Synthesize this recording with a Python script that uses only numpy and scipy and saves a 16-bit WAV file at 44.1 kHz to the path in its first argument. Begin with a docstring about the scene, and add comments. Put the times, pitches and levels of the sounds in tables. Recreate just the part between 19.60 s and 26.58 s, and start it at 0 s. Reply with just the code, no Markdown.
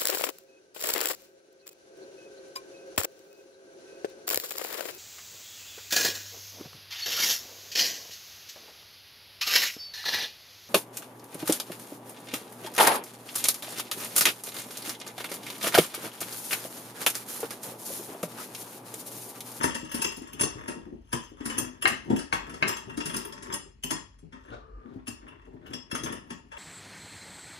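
"""Wing nut turned under a shelf

A hand turns a wing nut up a bolt under a wooden shelf, and a loose steel plate chatters on the bolt.
Each contact is a burst of bounces that rings the plate's modes and raps the board; three hard knocks clank.
Hand bumps swing the shelf's low modes; noise rubs and ticks in the thread; shaped noise makes the
wings jingle, the fingers slide and a hand drag. Two microphone ports hear it in a small room with a low hum."""
import sys
import numpy as np
from scipy import signal
from scipy.fft import rfft, irfft, next_fast_len
from scipy.io import wavfile
from scipy.ndimage import map_coordinates

SR = 44100
rng = np.random.default_rng(int(sys.argv[2]) if len(sys.argv) > 2 else 0)


def to_wav(sig):
    """Store sig (one row per channel, or 1-D mono) as 16-bit WAV at the path in sys.argv[1].

    Samples outside -1..1 are clipped; the rate is SR.
    """
    pcm = np.clip(np.atleast_2d(sig), -1, 1) * 32767
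    pcm = np.round(pcm).astype(np.int16)
    wavfile.write(sys.argv[1], SR, pcm.T)  # frames by channels


def voltage_ratio(decibels):
    """Convert decibels (scalar or array-like) to amplitude ratios, 20 dB per decade."""
    exponent = np.asarray(decibels, float) / 20
    return 10 ** exponent


N = 307818
T = np.arange(SR // 3) / SR  # clock of one short sound [s]
LEAD_IN_S = 0.006  # contacts and bumps start to swell this long before their listed time

# the steel plate's ringing modes: pitch [Hz]
PLATE_HZ = [2700, 2745, 2972, 3310, 4320, 5005, 5140, 5190, 5280, 5675, 5830, 6260, 6870, 7478, 9608, 9935,
            13552, 14112]
# strength and ring of the same modes: (level [dB], time to fall 60 dB before shortening [s])
PLATE_RING = [(1, 0.058), (-5, 0.14), (-5, 0.078), (-5, 0.078), (-14.5, 0.17), (-13.5, 0.17), (-1, 0.092),
              (-12, 0.2), (-28.5, 0.59), (-12.5, 0.1), (-18, 0.16), (1, 0.063), (-16, 0.5), (-1, 0.23),
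              (-9, 0.35), (1.5, 0.067), (-8, 0.2), (-11.5, 0.098)]
# colour of the dense small modes of nut and bolt: (frequency [Hz], level [dB per Hz])
SIZZLE = [(2300, -49.5), (2700, 11), (3400, 6), (4000, -21.5), (5200, -11), (7000, -17), (8200, -16.5),
          (9900, -7.5), (11000, -8.5), (11600, -19.5), (13600, -23), (15000, -52.5), (16000, -72)]
# resonances of the wooden board: (frequency [Hz], width [Hz], level [dB])
BOARD = [(430, 60, -7), (591, 85, -2.5), (925.4, 40, 7), (1102, 96, 2), (1265, 57, 4.5), (1326, 149, 0),
         (1653, 186, -1.5), (1853, 140, 2.5), (2570, 180, -13.5), (2780, 100, -14.5), (3450, 220, -13)]
# colour of the shelf's low rumble: (frequency [Hz], level [dB per Hz])
SHELF_COLOUR = [(40, -41.5), (70, -16.5), (150, -8), (200, -11), (250, -2.5), (300, -5.5), (400, -7),
                (500, -19), (700, -21), (950, -22.5), (1500, -58.5)]


def unit(x):
    """Scale to rms 1."""
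    return x / np.sqrt(np.mean(x ** 2) + 1e-20)


def along(points, hz):
    """Read a curve of (Hz, value) points on a log frequency axis."""
    f, v = np.transpose(points)
    return np.interp(np.log(hz + 1), np.log(f + 1), v)


def filtered(x, response):
    """Multiply the spectrum of x by a response, given as a function of frequency."""
    m = next_fast_len(x.shape[-1] + 8192)
    spectrum = rfft(x, m) * response(np.fft.rfftfreq(m, 1 / SR))
    return irfft(spectrum, m)[..., :x.shape[-1]]


def resonant(peaks, x):
    """Pass x through side-by-side resonances of (Hz, width Hz, dB), every other one upside down."""
    def response(f):
        return sum((-1) ** k * voltage_ratio(db) * 1j * f * width / (centre * centre - f * f + 1j * f * width)
                   for k, (centre, width, db) in enumerate(peaks))
    return filtered(x, response)


def hiss(spectrum, size):
    """Coloured noise of rms 1."""
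    return unit(filtered(rng.standard_normal(size), lambda hz: voltage_ratio(along(spectrum, hz))))


def gritty(grit_db, rate):
    """Uneven gain of rms 1, drawn from random levels that come rate times a second."""
    knots = rng.standard_normal(int(N * rate / SR) + 4)
    return unit(voltage_ratio(grit_db * map_coordinates(knots, [np.arange(N) * rate / SR])))


def fade(t60, rise):
    """Rounded rise, then an exponential fall of 60 dB in t60 seconds."""
    return voltage_ratio(-60 * T / max(t60, .002)) * (1 - np.exp(-(T / rise) ** 2))


def add(track, s, sound):
    """Mix a sound in at time s."""
    track[round(s * SR):][:len(sound)] += sound


def air():
    """A wavering low hum and the faint rush of the house, partly shared by the ports."""
    # colour of the rush: (frequency [Hz], level [dB per Hz])
    rush_colour = [(25, -20), (38, -4.5), (60, 9.5), (174, -7.5), (271, -9.5), (703, -34), (2970, -29),
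                   (3390, -54.5), (4050, -35), (8420, -49.5), (10500, -48.5), (12000, -45), (15600, -83),
                   (22000, -120)]
    hum_hz, hum_db, rush_db = 47.2, -56, -59
    shared, own = hiss(rush_colour, N), hiss(rush_colour, N)
    own = filtered(own, lambda hz: np.clip(hz / 500, .2, 1))  # the ports agree more in the bass
    hum = voltage_ratio(hum_db) * gritty(grit_db=7.0, rate=12) * np.sin(2 * np.pi * hum_hz * np.arange(N) / SR)
    return voltage_ratio(rush_db) * np.array([shared + own, shared - own]) + hum


def thread():
    """With each twist the nut's thread and the fingers rub, heard through board, steel and shelf."""
    # twists of the nut: (fastest moment [s], length [s], rub in board [dB], rub in steel [dB],
    # shelf shake [dB])
    twists = [(0.041, .25, -32, -38, -40.5), (.4, 0.37, -42, -43.5, -47.5), (.74, 0.394, -44.5, -58, -55),
              (0.992, 0.22, -47, -60, -50.5), (1.168, 0.34, -53, -63.5, -45), (1.603, 0.22, -53, -50, -59),
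              (1.959, 0.34, -41, -52.5, -45.5), (2.327, .15, -49, -46, -35),
              (2.535, 0.13, -46.5, -52, -28.5), (2.813, 0.31, -43, -58, -48.5),
              (3.094, 0.15, -31, -40.5, -32), (3.299, 0.3, -53, -61, -46.5), (3.546, 0.18, -40, -42, -39.5),
              (3.71, 0.34, -53.5, -64, -46.5), (3.916, 0.18, -40, -55.5, -41),
              (4.38, 0.19, -48.5, -63, -54), (4.891, 0.19, -51, -66.5, -53), (5.301, 0.36, -62, -95, -50.5),
              (5.693, 0.52, -55, -81.5, -53.5), (6.106, 0.23, -49.5, -88, -46),
              (6.481, 0.34, -46.5, -57, -40.5), (6.745, 0.98, -66, -73, -67)]
    fade_db = 19  # loss half a length away from the fastest moment
    ticks_per_s, tick_db, tick_spread_db = 45, 27, 5.5  # burrs of the thread catch and let go
    s, length, *db = np.transpose(twists)
    t = np.arange(0, N / SR + .01, .002)
    speed = voltage_ratio(-fade_db * np.abs(t - s[:, None]) / (length[:, None] / 2))
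    board, steel, shake = [np.interp(np.arange(N) / SR, t, level) for level in voltage_ratio(db) @ speed]

    tick_level = voltage_ratio(tick_db + tick_spread_db * rng.standard_normal(N))
    ticks = (rng.random(N) < ticks_per_s / SR) * tick_level
    catches = gritty(grit_db=6.5, rate=70) * rng.standard_normal((2, N)) + ticks
    rings = resonant([(hz, 30, level) for hz, (level, _) in zip(PLATE_HZ, PLATE_RING)], catches[0])
    scrape = unit(gritty(grit_db=9, rate=390) * hiss(SIZZLE, N) + 0.81 * unit(rings))
    rub = unit(resonant(BOARD, catches[1]))
    rumble = gritty(grit_db=4, rate=23) * hiss(SHELF_COLOUR, N)
    return board * rub + steel * scrape + shake * rumble


def plate():
    """Each contact is a short chatter of bounces that rings the plate's modes and raps the board."""
    # plate contacts: (time [s], bright ring [dB], body ring [dB], rap on the board [dB],
    # chatter length [s])
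    contacts = [(0.036, -18.5, -32.5, -36.5, 0.03), (0.15, -29, -39, -34.5, 0.033),
                (.251, -45, -53, -48, .028), (0.319, -28.5, -40.5, -34, 0.018),
                (0.3465, -26.5, -43.5, -40, 0.054), (0.4216, -19, -30.5, -29.5, 0.021),
                (0.449, -20.5, -32, -24.5, .014), (.52, -37, -47, -42, 0.024),
                (0.57, -37.5, -44.5, -51, 0.017), (0.623, -42, -53, -48, 0.015),
                (0.676, -46, -53, -57, 0.018), (0.736, -36.5, -46.5, -40.5, .01),
                (0.7997, -27, -37.5, -29.5, .018), (.814, -14, -28, -26.5, 0.017),
                (.838, -22, -31.5, -29, .014), (1.0822, -38.5, -50.5, -40.5, 0.067),
                (1.531, -24, -36, -27.5, 0.027), (1.807, -62, -62.5, -48.5, 0.046),
                (1.8584, -24.5, -40, -38, .035), (1.901, -38, -45.5, -35, 0.036),
                (1.985, -13.5, -32.5, -29.5, 0.021), (2.2267, -20.5, -38.5, -28, 0.017),
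                (2.2778, -23.5, -34.5, -32.5, 0.032), (2.503, -54, -55.5, -42.5, 0.054),
                (2.565, -34, -45, -35, 0.018), (2.5922, -37.5, -46, -42.5, .044),
                (2.732, -31.5, -40.5, -28, 0.038), (2.898, -47.5, -58, -46.5, 0.05),
                (2.942, -51, -53, -48, .047), (3.082, -22, -33, -35, .021),
                (3.171, -39.5, -46.5, -41, .032), (3.299, -54.5, -61, -45.5, .033),
                (3.375, -38, -45, -42, 0.045), (3.407, -46, -44.5, -34, 0.025),
                (3.459, -30, -40.5, -37, 0.038), (3.499, -45, -53, -37, 0.031),
                (3.545, -27.5, -44, -34.5, 0.027), (3.567, -27, -38.5, -47, 0.039),
                (3.653, -32.5, -49, -39, 0.022), (3.7254, -48.5, -52, -48.5, 0.045),
                (3.779, -57, -60, -51, 0.025), (3.828, -43.5, -49, -46.5, 0.039),
                (3.929, -32, -41, -34.5, 0.012), (3.943, -19, -38.5, -31.5, 0.019),
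                (4.2401, -21, -37.5, -31, 0.014), (4.3099, -20, -31, -26, 0.023),
                (4.5905, -58, -68.5, -65, 0.023), (4.84, -81, -71, -61.5, .02),
                (4.727, -69.5, -69.5, -52, 0.08), (5.4727, -40, -55, -44, 0.03),
                (5.482, -29, -39, -41, 0.015), (5.684, -55, -66, -49.5, 0.026),
                (5.819, -77, -76, -57.5, 0.023), (5.855, -65, -76, -66, 0.015),
                (6.066, -58, -65, -51.5, .033), (6.107, -51, -63, -60, 0.017),
                (6.1375, -38.5, -44, -40, 0.023), (6.3155, -38.5, -47, -37.5, 0.037),
                (6.3525, -30.5, -40.5, -32, 0.034), (6.439, -27.5, -39, -38, 0.022),
                (6.462, -51, -67, -38, 0.052), (6.526, -37, -47.5, -44.5, 0.028),
                (6.707, -44.5, -48, -40.5, 0.032), (6.9197, -63, -64, -47.5, 0.077),
                (6.9714, -60, -64, -44, 0.033)]
    # pitches that part the bright, body and low rings: [Hz]
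    part_edges = [8500, 3800]
    # clear modes over the bright, body and rap strength: [dB]
    modes_over = [-8, -0.3, 1.77]
    # dense buzz over the bright and body strength: [dB]
    buzz_over = [-3.5, 3.5]
    rap_over_db = 8.5  # the board's own answer over the rap strength
    bounce, snap, trail, rap = 0.69, 0.61, 3.54, 2.55  # t60 of each part over the chatter length
    ahead_s, ahead_db = 0.009, -18.5  # a faint copy sounds ahead of each contact, softening the attack

    out = np.zeros(N + SR)
    hz = np.c_[PLATE_HZ]
    mode_db, t60 = np.transpose(PLATE_RING)[:, :, None]
    sizzle = hiss(SIZZLE, N + SR)
    board = unit(resonant(BOARD, rng.standard_normal(N + SR)))
    bands = [unit(filtered(sizzle, lambda f: (f > low) & (f < high)))
             for low, high in zip(part_edges, [SR] + part_edges)]
    waves = np.exp(2j * np.pi * hz * T)
    part = np.sum([hz < edge for edge in part_edges], axis=0)  # 0 bright, 1 body, 2 low
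    dying = voltage_ratio(mode_db - 60 * T / (0.77 * t60)) * waves.imag  # 0.77 shortens every ring

    for s, *strength_db, length in contacts:
        chance_db = 5 * rng.standard_normal((len(PLATE_RING), 1))  # modes differ from blow to blow
        # cubing leaves a few strong bounces among weak ones
        bounces = rng.standard_normal(len(T)) ** 3 * fade(bounce * length, 0.0064)
        # how much of the chatter falls on each mode, divided out to hold its level
        caught = np.abs(waves @ bounces)[:, None] + .4 * np.linalg.norm(bounces)
        modes = voltage_ratio(np.add(strength_db, modes_over)[part] + chance_db) / caught * dying
        struck = modes.sum(axis=0) * (1 - np.exp(-T / 0.00064))
        ring = signal.fftconvolve(struck, bounces)[:len(T)]

        now = slice(round(s * SR), round(s * SR) + len(T))
        buzz = sum(voltage_ratio(db + over_db) * band[now]
                   for db, over_db, band in zip(strength_db, buzz_over, bands))
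        tick = 4 * fade(snap * length, .0079) + 0.67 * fade(trail * length, .0054)
        thud = voltage_ratio(strength_db[-1] + rap_over_db) * board[now] * fade(rap * length, 0.0062)
        blow = ring + buzz * tick + thud
        add(out, s - LEAD_IN_S, blow)
        add(out, s - LEAD_IN_S - ahead_s, voltage_ratio(ahead_db) * blow * fade(0.11, .001))
    return out[:N]


def shelf():
    """Soft bumps of the hand set the board's low modes swinging for a few cycles."""
    # hand on shelf, level and length before the factors below: (time [s], level [dB], pitch [Hz],
    # length [s])
    bumps = [(0.044, -22, 265, 0.037), (0.156, -38, 238.5, 0.059), (0.232, -38.5, 304, 0.043),
             (0.346, -30, 233, 0.038), (0.451, -24, 239, 0.021), (0.576, -37, 261, 0.03),
             (0.617, -38, 239, 0.0305), (0.738, -44, 243, 0.072), (0.81, -27.5, 261, 0.033),
             (0.837, -19.5, 278.3, 0.024), (0.957, -38, 116, 0.044), (1.083, -36.5, 244, 0.062),
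             (1.266, -43.5, 294.6, 0.066), (1.326, -43.5, 233.6, 0.061), (1.536, -27.5, 240, 0.041),
             (1.721, -31, 394, 0.01), (1.808, -32.5, 259, 0.026), (1.858, -41, 224.3, 0.12),
             (1.983, -33.5, 251.5, 0.092), (2.248, -24.5, 323, 0.024), (2.504, -14.5, 274, 0.026),
             (2.734, -25, 236, 0.025), (2.837, -48.5, 237, 0.026), (2.883, -40, 263, 0.082),
             (2.938, -35, 248, 0.025), (3.026, -30, 318, 0.042), (3.274, -42, 246, 0.091),
             (3.378, -24, 284, 0.023), (3.462, -33, 164, 0.037), (3.558, -30, 245, 0.027),
             (3.659, -37, 400, 0.024), (3.83, -42.5, 251, 0.036), (3.933, -35, 302, 0.044),
             (4.062, -45.5, 404, 0.026), (4.245, -42, 255, 0.11), (4.316, -28.5, 317, 0.037),
             (4.63, -49.5, 157, 0.069), (4.734, -46, 254, 0.048), (4.911, -49.5, 117, 0.083),
             (5.256, -43, 234, 0.0259), (5.362, -37, 262, 0.036), (5.48, -34, 237, 0.033),
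             (5.872, -42, 240, 0.062), (5.935, -37.5, 250, 0.037), (6.149, -35.5, 252, 0.028),
             (6.331, -29.5, 253, 0.033), (6.439, -28.5, 246, 0.027), (6.71, -33.5, 239, 0.025)]
    swing_db, swing_t60 = 3.5, 3.02  # envelope over the listed level; t60 over the listed length
    out, body = np.zeros(N + SR), hiss(SHELF_COLOUR, N + SR)
    for s, db, hz, length in bumps:
        swing = np.sin(2 * np.pi * hz * T) + 0.72 * body[round(s * SR):][:len(T)]
        add(out, s - LEAD_IN_S, voltage_ratio(db + swing_db) * swing * fade(swing_t60 * length, 0.0058))
    return out[:N]


def knocks():
    """The plate's edge hits the board: one sharp blow, then a splintery decay, both through a clank."""
    # hard hits, level before the offsets below: (time [s], level [dB], time to fall 60 dB [s])
    hits = [(2.255, -7.5, 0.04), (2.727, -8.5, 0.02), (3.026, -9.5, 0.043)]
    # the board under a hard blow: (frequency [Hz], width in the decay [Hz], level [dB])
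    clank_peaks = [(680, 90, 2), (874, 330, 1.5), (1185, 380, 4), (1844, 84, 8.5), (2144, 90, 5),
                   (2656, 170, 3.5), (3085, 180, -7.5), (4180, 730, -15.5)]
    crack_db, splinter_db = 20, -2.5  # first blow and decay over the listed level
    crack_wider = 4.2  # widening of the resonances in the blow
    blows, after = np.zeros(N + SR), np.zeros(N + SR)
    clank = unit(resonant(clank_peaks, rng.standard_normal(N + SR)))
    for s, db, t60 in hits:
        start = round(s * SR)
        blows[start] = voltage_ratio(db + crack_db)
        add(after, s, voltage_ratio(db + splinter_db) * clank[start:][:len(T)] * fade(t60, .0005))
    wide_peaks = [(hz, crack_wider * width, db) for hz, width, db in clank_peaks]
    return (resonant(wide_peaks, blows) + after)[:N]


def wings():
    """The nut's wings jingle: a loose shiver of noise in close high modes."""
    # jingles: (time [s], level [dB], time to fall 60 dB [s])
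    jingles = [(6.137, -39.5, 0.15), (6.316, -39, .08), (4.33, -45, 0.097)]
    # modes of the wings, passed twice: (frequency [Hz], width [Hz], level [dB])
    wing_peaks = [(5130, 120, 1.5), (5680, 150, 0), (5810, 144, -3), (6150, 180, -13)]
    out = np.zeros(N + SR)
    shiver = unit(resonant(wing_peaks, resonant(wing_peaks, rng.standard_normal(N + SR))))
    for s, db, t60 in jingles:
        add(out, s, voltage_ratio(db) * shiver[round(s * SR):][:len(T)] * fade(t60, 0.0014))
    return out[:N]


def fingers():
    """Fingertips slide on the board: soft broad swishes of skin, made of noise that swells and dies."""
    # slides, times for a change of 28.5 dB: (loudest moment [s], level [dB], swell [s], die-away [s])
    slides = [(4.944, -42, 0.097, 0.06), (5.3, -60.5, .07, 0.14), (6.08, -49.5, 0.063, 0.044)]
    # colour of the swish: (frequency [Hz], level [dB per Hz])
    skin_colour = [(240, -30), (400, 3), (851, -4), (1510, 1.5), (1670, -13), (2810, -19), (3710, -14.5),
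                   (4460, -25.5), (9500, -38), (12400, -68), (20900, -120)]
    t = np.arange(N) / SR
    level = sum(voltage_ratio(db - 28.5 * np.maximum((s - t) / swell, (t - s) / die))
                for s, db, swell, die in slides)
    return level * gritty(grit_db=1.5, rate=60) * hiss(skin_colour, N)


def drag():
    """A faint drone: noise in a few narrow resonances, held while the hand drags."""
    # the drone: (frequency [Hz], width [Hz], level [dB])
    drone_peaks = [(433, 29, -1), (1187, 74, -7), (1750, 51, -20)]
    start_s, end_s, edge_s, level_db = 4.95, 5.27, 0.05, -57.5  # ramps lie outside start and end
    t = np.arange(N) / SR
    held = np.clip(np.minimum(t - start_s, end_s - t) / edge_s + 1, 0, 1)
    return voltage_ratio(level_db) * held * unit(resonant(drone_peaks, rng.standard_normal(N)))


def room(x):
    """Diffuse echo: dying noise, unlike at the two ports and drawn anew for each third of a second."""
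    # how long the echo lasts: (frequency [Hz], time to fall 60 dB [s])
    echo_t60 = [(100, 0.22), (1000, 0.35), (5000, 0.36), (14000, 0.1)]
    # how loud it is: (frequency [Hz], echo over direct sound [dB])
    echo_level = [(100, -1.5), (1500, -5.5), (6000, -2.5), (10000, -6)]
    out, hop = np.zeros((2, N + 2 * SR)), SR // 3
    x = filtered(x, lambda hz: voltage_ratio(along(echo_level, hz)))
    for start in range(0, N, hop):
        hz, t, z = signal.stft(rng.standard_normal((2, SR // 2)), SR, nperseg=256)
        dying = z * voltage_ratio(-60 * t / along(echo_t60, hz)[:, None])
        tail = signal.istft(dying, SR, nperseg=256)[1]
        wet = signal.fftconvolve(x[None, start:start + hop], tail / np.linalg.norm(tail[0]), axes=1)
        late = start + 150  # the echo sets in 150 samples after the direct sound
        out[:, late:late + wet.shape[1]] += wet
    return out[:, :N]


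def scene():
    """The shelf stands nearer the left port, which hears it first."""
    # how far the left port leads: (frequency [Hz], phase [radians])
    left_lead = [(0, 0), (1380, 4.5), (2500, 15.5), (4820, 21), (5250, 13.5), (6200, 25.5), (7490, 27),
                 (8790, 10), (9470, 20), (11400, 15.5), (12700, 27.5), (13200, 14), (14700, 7), (15800, -2)]
    # balance of the ports: (frequency [Hz], left over right [dB])
    left_over_right = [(60, 1), (150, 8), (380, 5), (950, 3), (2380, 4), (5980, 8.5), (15000, -5.5)]
    near = plate() + knocks() + shelf() + thread() + fingers() + wings() + drag()
    side = np.array([[.5], [-.5]])  # half of each difference goes to each port
    direct = filtered(np.array([near, near]),
                      lambda hz: np.exp(1j * side * np.interp(hz, *np.transpose(left_lead))))
    return filtered(direct + room(near) + air(), lambda hz: voltage_ratio(side * along(left_over_right, hz)))


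def top_cut(x):
    """Nothing passes above the cut-off."""
    return signal.sosfilt(signal.butter(12, 16300, fs=SR, output="sos"), x)


def record(dry):
    """Tone shaping: the sound is dark around 12 kHz and fades out above 15 kHz."""
    # colour of the treble: (frequency [Hz], level [dB])
    treble_colour = [(10900, 0), (12200, -16), (13300, 0), (14600, 0), (15500, -8), (16300, -40)]
    mix = filtered(dry, lambda hz: voltage_ratio(along(treble_colour, hz)))
    return top_cut(mix)


dry = scene()
out = record(dry)
to_wav(out)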